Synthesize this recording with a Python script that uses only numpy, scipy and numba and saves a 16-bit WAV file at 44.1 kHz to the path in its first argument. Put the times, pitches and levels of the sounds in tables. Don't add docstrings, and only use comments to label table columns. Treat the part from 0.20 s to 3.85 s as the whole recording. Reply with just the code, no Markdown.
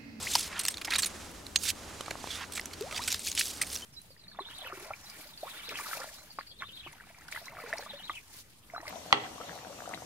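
import sys
import numpy as np
from scipy import signal
from scipy.fft import rfft, irfft
from scipy.io import wavfile
from scipy.ndimage import uniform_filter1d
from numba import njit

SR = 44100
rng = np.random.default_rng(int(sys.argv[2]) if len(sys.argv) > 2 else 0)


def master_out(mix):
    frames = np.transpose(np.atleast_2d(mix))
    ceiling = np.clip(frames, -1, 1)
    pcm = np.round(ceiling * 32767).astype(np.int16)
    wavfile.write(sys.argv[1], SR, pcm)


def decibels_to_gain(level_db):
    exponent = np.asarray(level_db, float) / 20
    return 10 ** exponent


N = 160965
T = np.arange(N) / SR
LEFT_RIGHT = np.array([[1], [-1]])


def unit(x):
    return x / np.sqrt(np.mean(x ** 2) + 1e-18)


def colour(x, points):
    hz, db = np.array(points, float).T
    f = np.maximum(np.arange(N // 2 + 1) * SR / N, 1)
    return irfft(rfft(x) * decibels_to_gain(np.interp(np.log(f), np.log(hz), db)), N)


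def butter(x, order, hz, kind):
    return signal.sosfilt(signal.butter(order, hz, kind, fs=SR, output="sos"), x)


def walk(rate):
    hold = int(SR / rate)
    steps = np.repeat(rng.standard_normal(N // hold + 1), hold)
    return unit(uniform_filter1d(uniform_filter1d(steps, hold), hold)[:N])


def samples(seconds):
    return (seconds * SR).astype(np.int64)


@njit
def grains(length, start, hz, cycles, size):
    out = np.zeros(length)
    for k in range(len(hz)):
        turn = np.exp((2j * np.pi - 1 / cycles[k]) * hz[k] / SR)
        z = size[k] + 0j
        for i in range(start[k], min(length, start[k] + int(5 * cycles[k] * SR / hz[k]))):
            out[i] += z.imag
            z *= turn
    return out


def shards(seconds, hz, octaves, count):
    when, rarity, damping = rng.random((count, 3)).T
    f = np.clip(hz * 2 ** (octaves * rng.standard_normal(count)), 200, 17000)
    size = decibels_to_gain(-2.8 * np.log(rarity + 0.0025)) * (f / hz) ** .5
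    cycles = 3.14 * (1.14 + 3.9 * damping)
    return unit(grains(int(seconds * SR), samples(when * seconds), f, cycles, size))


# pitch in Hz, level in dB, 60 dB decay time in seconds.
BOWL_MODES = [(2848, -20, .03), (4350, -12, .022), (7241, -12, .021), (9135, -22, .04), (6440, -14, .075),
              (6508, -13.5, .085)]
SLUSH_T60_S = .03


def bowl(push, longest_s):
    out = 0
    for hz, db, t60 in BOWL_MODES:
        r = np.exp(-np.log(1000) / (min(t60, longest_s) * SR))
        w = 2 * np.pi * hz / SR
        out = out + decibels_to_gain(db) * signal.lfilter([0, r * np.sin(w)], [1, -2 * r * np.cos(w), r * r], push)
    return out


# frequency in Hz, level in dB per Hz.
AIR_SPECTRUM = [(20, -12), (87, 4.5), (115, -10), (280, -4), (2000, -46)]
# frequency in Hz, left minus right in dB.
AIR_LEAN = [(60, 0), (300, 7), (1500, 47)]


def air():
    mid, side = (unit(colour(rng.standard_normal(N), AIR_SPECTRUM)) for _ in range(2))
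    ports = []
    for sign in (1, -1):
        lean = [(hz, sign * db / 2) for hz, db in AIR_LEAN]
        ports.append(colour(mid + sign * decibels_to_gain(-22) * side, lean))
    return decibels_to_gain(-53 + 1.0 * walk(5.94)) * np.array(ports)


# time in seconds, sleeve rustle in dB, left minus right in dB.
ARM_PATH = [(0, -44.5, -0.5), (.62, -54, -3), (.95, -46.5, -3), (1.4, -56.5, -6), (1.7, -46, -3),
            (2.0, -49, -6), (2.3, -52, -3.5), (2.8, -48, -3.5), (3.07, -62, 0), (3.42, -46, -3),
            (3.6, -54, -2)]
# frequency in Hz, level in dB per Hz.
CLOTH_SPECTRUM = [(300, -5.5), (1200, -8), (2600, -13), (7000, -14.5), (11000, -21.5), (16000, -36)]


def cloth(kind):
    return butter(unit(colour(rng.standard_normal((2, N)), CLOTH_SPECTRUM)), 2, 1340, kind)


def sleeve():
    time, rustle_db, _ = np.array(ARM_PATH).T
    level = np.interp(T, time, rustle_db)
    dull, bright = cloth("low"), cloth("high")
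    dull = dull * decibels_to_gain(np.array([[0], [-6.0]]))
    dull_gain = decibels_to_gain(level + 0.5 * walk(12))
    bright_gain = decibels_to_gain(0.78 * (level + 50) - 49.0 + 0.5 * walk(9.84) + 1.43 * walk(65))
    mid, side = dull_gain * dull + bright_gain * bright
    return mid + decibels_to_gain(-8.5) * side * LEFT_RIGHT


# start, loudest and end in seconds, level in dB, centre in Hz.
SLUSH_SPRAYS = [(.0, 0.168, 0.29, -31, 5850), (0.243, 0.36, 0.47, -39.5, 1825),
                (0.688, 0.74, 0.8, -37, 3000), (1.39, 1.445, 1.51, -34, 7500),
                (1.44, 1.503, 1.514, -27.5, 4600), (1.45, 1.498, 1.513, -32, 9000),
                (1.96, 2.13, 2.25, -42, 4500), (2.17, 2.24, 2.25, -36, 1700),
                (2.72, 2.937, 3.01, -36.5, 5280), (2.999, 3.084, 3.106, -33.5, 6650),
                (3.078, 3.123, 3.17, -43.5, 5940), (3.155, 3.195, 3.24, -25.5, 6000),
                (3.194, 3.257, 3.4, -36.5, 6910), (3.42, 3.536, 3.65, -39.5, 7830)]


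def sprays():
    out = np.zeros(N)
    clumps = decibels_to_gain(2.0 * walk(220))
    for start, top, end, db, hz in SLUSH_SPRAYS:
        times = [start - .01, start, top, end, end + 0.0074]
        swell_db = np.interp(T, times, [-50, -14, 0, -14, -50], -200, -200)
        patter = np.resize(shards(.5, hz, octaves=.75, count=9000), N)
        out += decibels_to_gain(db + swell_db) * clumps * butter(patter, 3, 0.35 * hz, "high")
    return out + decibels_to_gain(-69) * bowl(out, SLUSH_T60_S)


# start in seconds, level in dB, chip pitch in Hz, length in seconds.
FIRST_CHIPS = [(0.025, -38, 7700, 0.012), (0.116, -34, 7500, 0.008), (0.1522, -21, 5000, 0.007),
               (0.193, -30.5, 10200, 0.0052), (0.375, -42.5, 3250, 0.011), (0.391, -28, 9000, 0.012),
               (0.41, -35, 8000, 0.0082), (0.432, -38, 8800, 0.014), (0.4505, -25, 8500, 0.004),
               (.461, -31, 7800, .006), (0.474, -33, 6500, 0.004), (0.4822, -21.5, 8000, 0.0055),
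               (0.501, -39.5, 8440, 0.023), (0.54, -36.5, 3730, 0.0052), (0.5706, -35.5, 4460, 0.0039),
               (0.58, -40, 3750, 0.0053), (0.613, -36, 2470, 0.0084), (0.646, -33, 5070, 0.011),
               (0.672, -38, 2260, 0.004), (0.7035, -31.5, 4070, 0.01), (0.718, -32, 2470, 0.019),
               (0.735, -26, 3850, 0.0045), (0.741, -32.5, 4660, 0.014), (0.757, -24.5, 3900, 0.0076),
               (0.782, -26, 8360, 0.019), (0.82, -31, 7500, 0.014), (0.831, -26.5, 4370, 0.0091),
               (0.843, -27.5, 6800, 0.0064), (0.857, -30.5, 9670, 0.017)]
MIDDLE_CHIPS = [(1.266, -36.5, 4250, 0.0023), (1.433, -32, 9100, 0.006), (1.4525, -30, 4500, 0.002),
                (1.808, -33.5, 3960, 0.0027), (1.86, -40.5, 2350, 0.0042), (1.88, -43, 1230, 0.006),
                (1.907, -33, 2170, 0.0058), (2.148, -43, 3600, 0.035), (2.1, -41, 3400, 0.04),
                (2.073, -40, 1330, 0.004), (2.32, -39, 9100, 0.0067), (2.333, -40.5, 8500, 0.011),
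                (2.35, -38, 7840, 0.029), (2.374, -33, 2300, 0.008), (2.395, -29.5, 2000, 0.0034),
                (2.456, -33, 5800, 0.0031), (2.532, -41, 4350, 0.0098), (2.609, -35.5, 8150, 0.0023),
                (2.6226, -40, 3530, 0.0029)]
LAST_CHIPS = [(2.71, -39, 2600, 0.0063), (2.7247, -35, 2530, 0.0032), (2.7428, -41, 3520, 0.024),
              (2.758, -36.5, 4700, 0.018), (2.7743, -32, 2600, 0.0083), (2.815, -39.5, 3960, 0.016),
              (2.8377, -32, 5230, 0.0024), (2.875, -28, 7860, 0.013), (2.9016, -35, 6100, 0.0077),
              (2.9162, -30, 5800, 0.0052), (2.9247, -25.5, 7000, 0.0044), (2.9435, -26, 4180, 0.0035),
              (2.9927, -35, 8250, 0.0043), (3.066, -36.5, 4300, 0.0048), (3.1155, -29, 6800, 0.0037),
              (3.1263, -37, 4320, 0.0029), (3.1502, -31, 10100, 0.0041), (3.4137, -26, 8660, 0.014),
              (3.445, -42, 9000, 0.0035), (3.4658, -41.5, 9000, 0.011), (3.5, -39, 5000, 0.0033),
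              (3.516, -40, 9455, 0.0046), (3.5278, -36.5, 9600, 0.0098), (3.5458, -43, 5800, 0.01),
              (3.5547, -30, 5730, 0.0018), (3.56, -29, 5740, 0.0028), (3.572, -39, 5000, 0.004),
              (3.6079, -45.5, 3150, 0.0041), (3.62, -42, 5900, 0.0025)]


def chips():
    t = T[:2205]
    out = np.zeros(N + len(t))
    for start, db, hz, length in FIRST_CHIPS + MIDDLE_CHIPS + LAST_CHIPS:
        rise_s = 0.00023 + 0.078 * length
        env = (1 - np.exp(-t / rise_s)) * np.exp(-(t / length) ** 2)
        debris = shards(.05, np.sqrt(hz * 4730), octaves=1, count=1200)
        tone = shards(.05, hz, octaves=0.028, count=60)
        crunch = env * (debris + tone)
        i = int(start * SR)
        out[i:i + len(t)] += decibels_to_gain(db) * crunch / np.sqrt(np.sum(crunch ** 2) / (length * SR))
    out = out[:N]
    return out + decibels_to_gain(-35.5) * bowl(out, SLUSH_T60_S)


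# start in seconds, first and last pitch in Hz, length in seconds, peak in dB.
AIR_BUBBLES = [(0.0685, 1850, 3500, 0.013, -29), (0.154, 848, 1030, 0.0072, -19.5),
               (0.679, 740, 1150, 0.024, -35), (2.609, 391, 857, 0.074, -33), (2.71, 600, 650, .008, -40),
               (2.726, 580, 700, .014, -39), (2.722, 1250, 1260, .045, -41), (2.745, 700, 850, .02, -42),
               (2.792, 888, 1334, 0.026, -33), (3.4143, 1940, 2100, 0.006, -23),
               (3.621, 3050, 3180, 0.031, -40.5)]


def bubbles():
    out = np.zeros(N)
    for start, first_hz, last_hz, length, db in AIR_BUBBLES:
        u = np.clip((T - start) / length, 0, 1.5)
        hz = first_hz * (last_hz / first_hz) ** (u ** 1.2)
        rise = np.minimum(u * length / 0.0014, 1)
        fade = np.exp(-1.7 * u ** 1.8) * (u < 1.5)
        out += decibels_to_gain(db) * rise * fade * np.sin(2 * np.pi * np.cumsum(hz) / SR)
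    return out * decibels_to_gain(2 * walk(120))


# start in seconds, peak in dB, pitch in Hz.
SPLINTERS = [(.1528, -9, 4400), (.6795, -27, 1900), (.6838, -27, 2090), (.7125, -29, 1930),
             (.7195, -23, 2060), (.7307, -24.5, 1690), (0.735, -23, 1870), (0.7552, -17, 2400),
             (0.7908, -22.5, 2530), (.796, -18, 7400), (1.0466, -39, 9500), (1.115, -37, 10700),
             (1.3576, -22, 6700), (1.3598, -8, 4300), (1.3877, -36, 4500), (1.4134, -37, 7400),
             (2.3693, -32, 2500), (2.406, -30, 12000), (2.413, -29, 5200), (2.42, -42, 3120),
             (2.462, -37, 11700), (2.512, -39, 2200), (2.565, -49, 9000), (2.606, -41, 6540),
             (2.7265, -32.5, 2030), (2.792, -31, 1900), (2.88, -21, 2240), (3.0625, -22, 12500),
             (3.0723, -17, 6600), (3.077, -27.5, 2560), (3.089, -29, 8000), (3.1, -23, 8360),
             (3.169, -28, 3180), (3.177, -16.5, 2980), (3.186, -16.5, 4200), (3.1905, -17, 7300),
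             (3.1948, -10.5, 9700), (3.203, -12, 10200), (3.2107, -16.5, 2680), (3.215, -17.5, 4700),
             (3.225, -27, 9800), (3.241, -23, 10500), (3.2566, -23, 5460), (3.271, -26, 4740),
             (3.282, -25, 11000), (3.295, -29, 6000), (3.373, -29, 8500), (3.435, -28, 2280)]


def snaps():
    start, db, hz = np.array(SPLINTERS).T
    out = grains(N, samples(start), hz, np.full(len(start), 3.7), decibels_to_gain(db))
    for pitch, delay in rng.random((len(start), 4, 2)).transpose(1, 2, 0):
        bit_hz = np.clip(hz * 2 ** (1.63 * pitch - .6), 200, 15500)
        bit_start = samples(start + .0015 * delay)
        out += grains(N, bit_start, bit_hz, np.full(len(start), 2.5), decibels_to_gain(db - 9))
    return out


def knock():
    knock_s = 1.361
    u = np.maximum(T - knock_s + .002, 0)
    fragments = np.resize(shards(.05, 4960.0, octaves=0.58, count=900), N)
    crack = (u > 0) * np.exp(-u / 0.005) * fragments
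    rap = grains(N, np.array([int(knock_s * SR)]), np.array([5500.]), np.array([.8]), np.ones(1))
    return decibels_to_gain(-19) * crack + decibels_to_gain(-21) * bowl(rap, 1.)


# start in seconds, peak in dB.
BOOT_CREAKS = [
    (1.808, -24.5),
    (1.882, -25.5),
    (1.912, -20.5),
    (1.955, -27.5),
    (2.042, -25),
    (2.073, -27.5),
    (2.299, -35),
]


def creaks():
    start, db = np.array(BOOT_CREAKS).T

    def mode(hz, cycles):
        pitch = hz * 2 ** (0.23 * rng.standard_normal(len(start)))
        return grains(N, samples(start), pitch, np.full(len(start), cycles), decibels_to_gain(db))

    return 0.69 * mode(640.0, 0.73) + 0.61 * mode(1130.0, 1.65)


def scene():
    time, _, lean_db = np.array(ARM_PATH).T
    ice = butter(chips() + snaps() + sprays() + knock(), 3, 800, "high")
    pan = decibels_to_gain(np.interp(T, time, lean_db) / 2 * LEFT_RIGHT)
    echoes = np.roll(ice, 310) - np.roll(ice, 590)
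    late = decibels_to_gain(-22.5) * colour(echoes, [(2000, -6.0), (8000, 4.5)])
    low = (bubbles() + creaks()) * decibels_to_gain(1.5 * LEFT_RIGHT)
    return (ice + sleeve()) * pan + late * LEFT_RIGHT + low + air()


def low_pass(x):
    return signal.sosfilt(signal.butter(12, 16820, fs=SR, output="sos"), x)


def record(dry):
    soft = butter(dry, 2, 14000, "low")
    steep = signal.ellip(8, .3, 45, 15900, fs=SR, output="sos")
    return low_pass(signal.sosfilt(steep, soft))


dry = scene()
out = record(dry)
master_out(out)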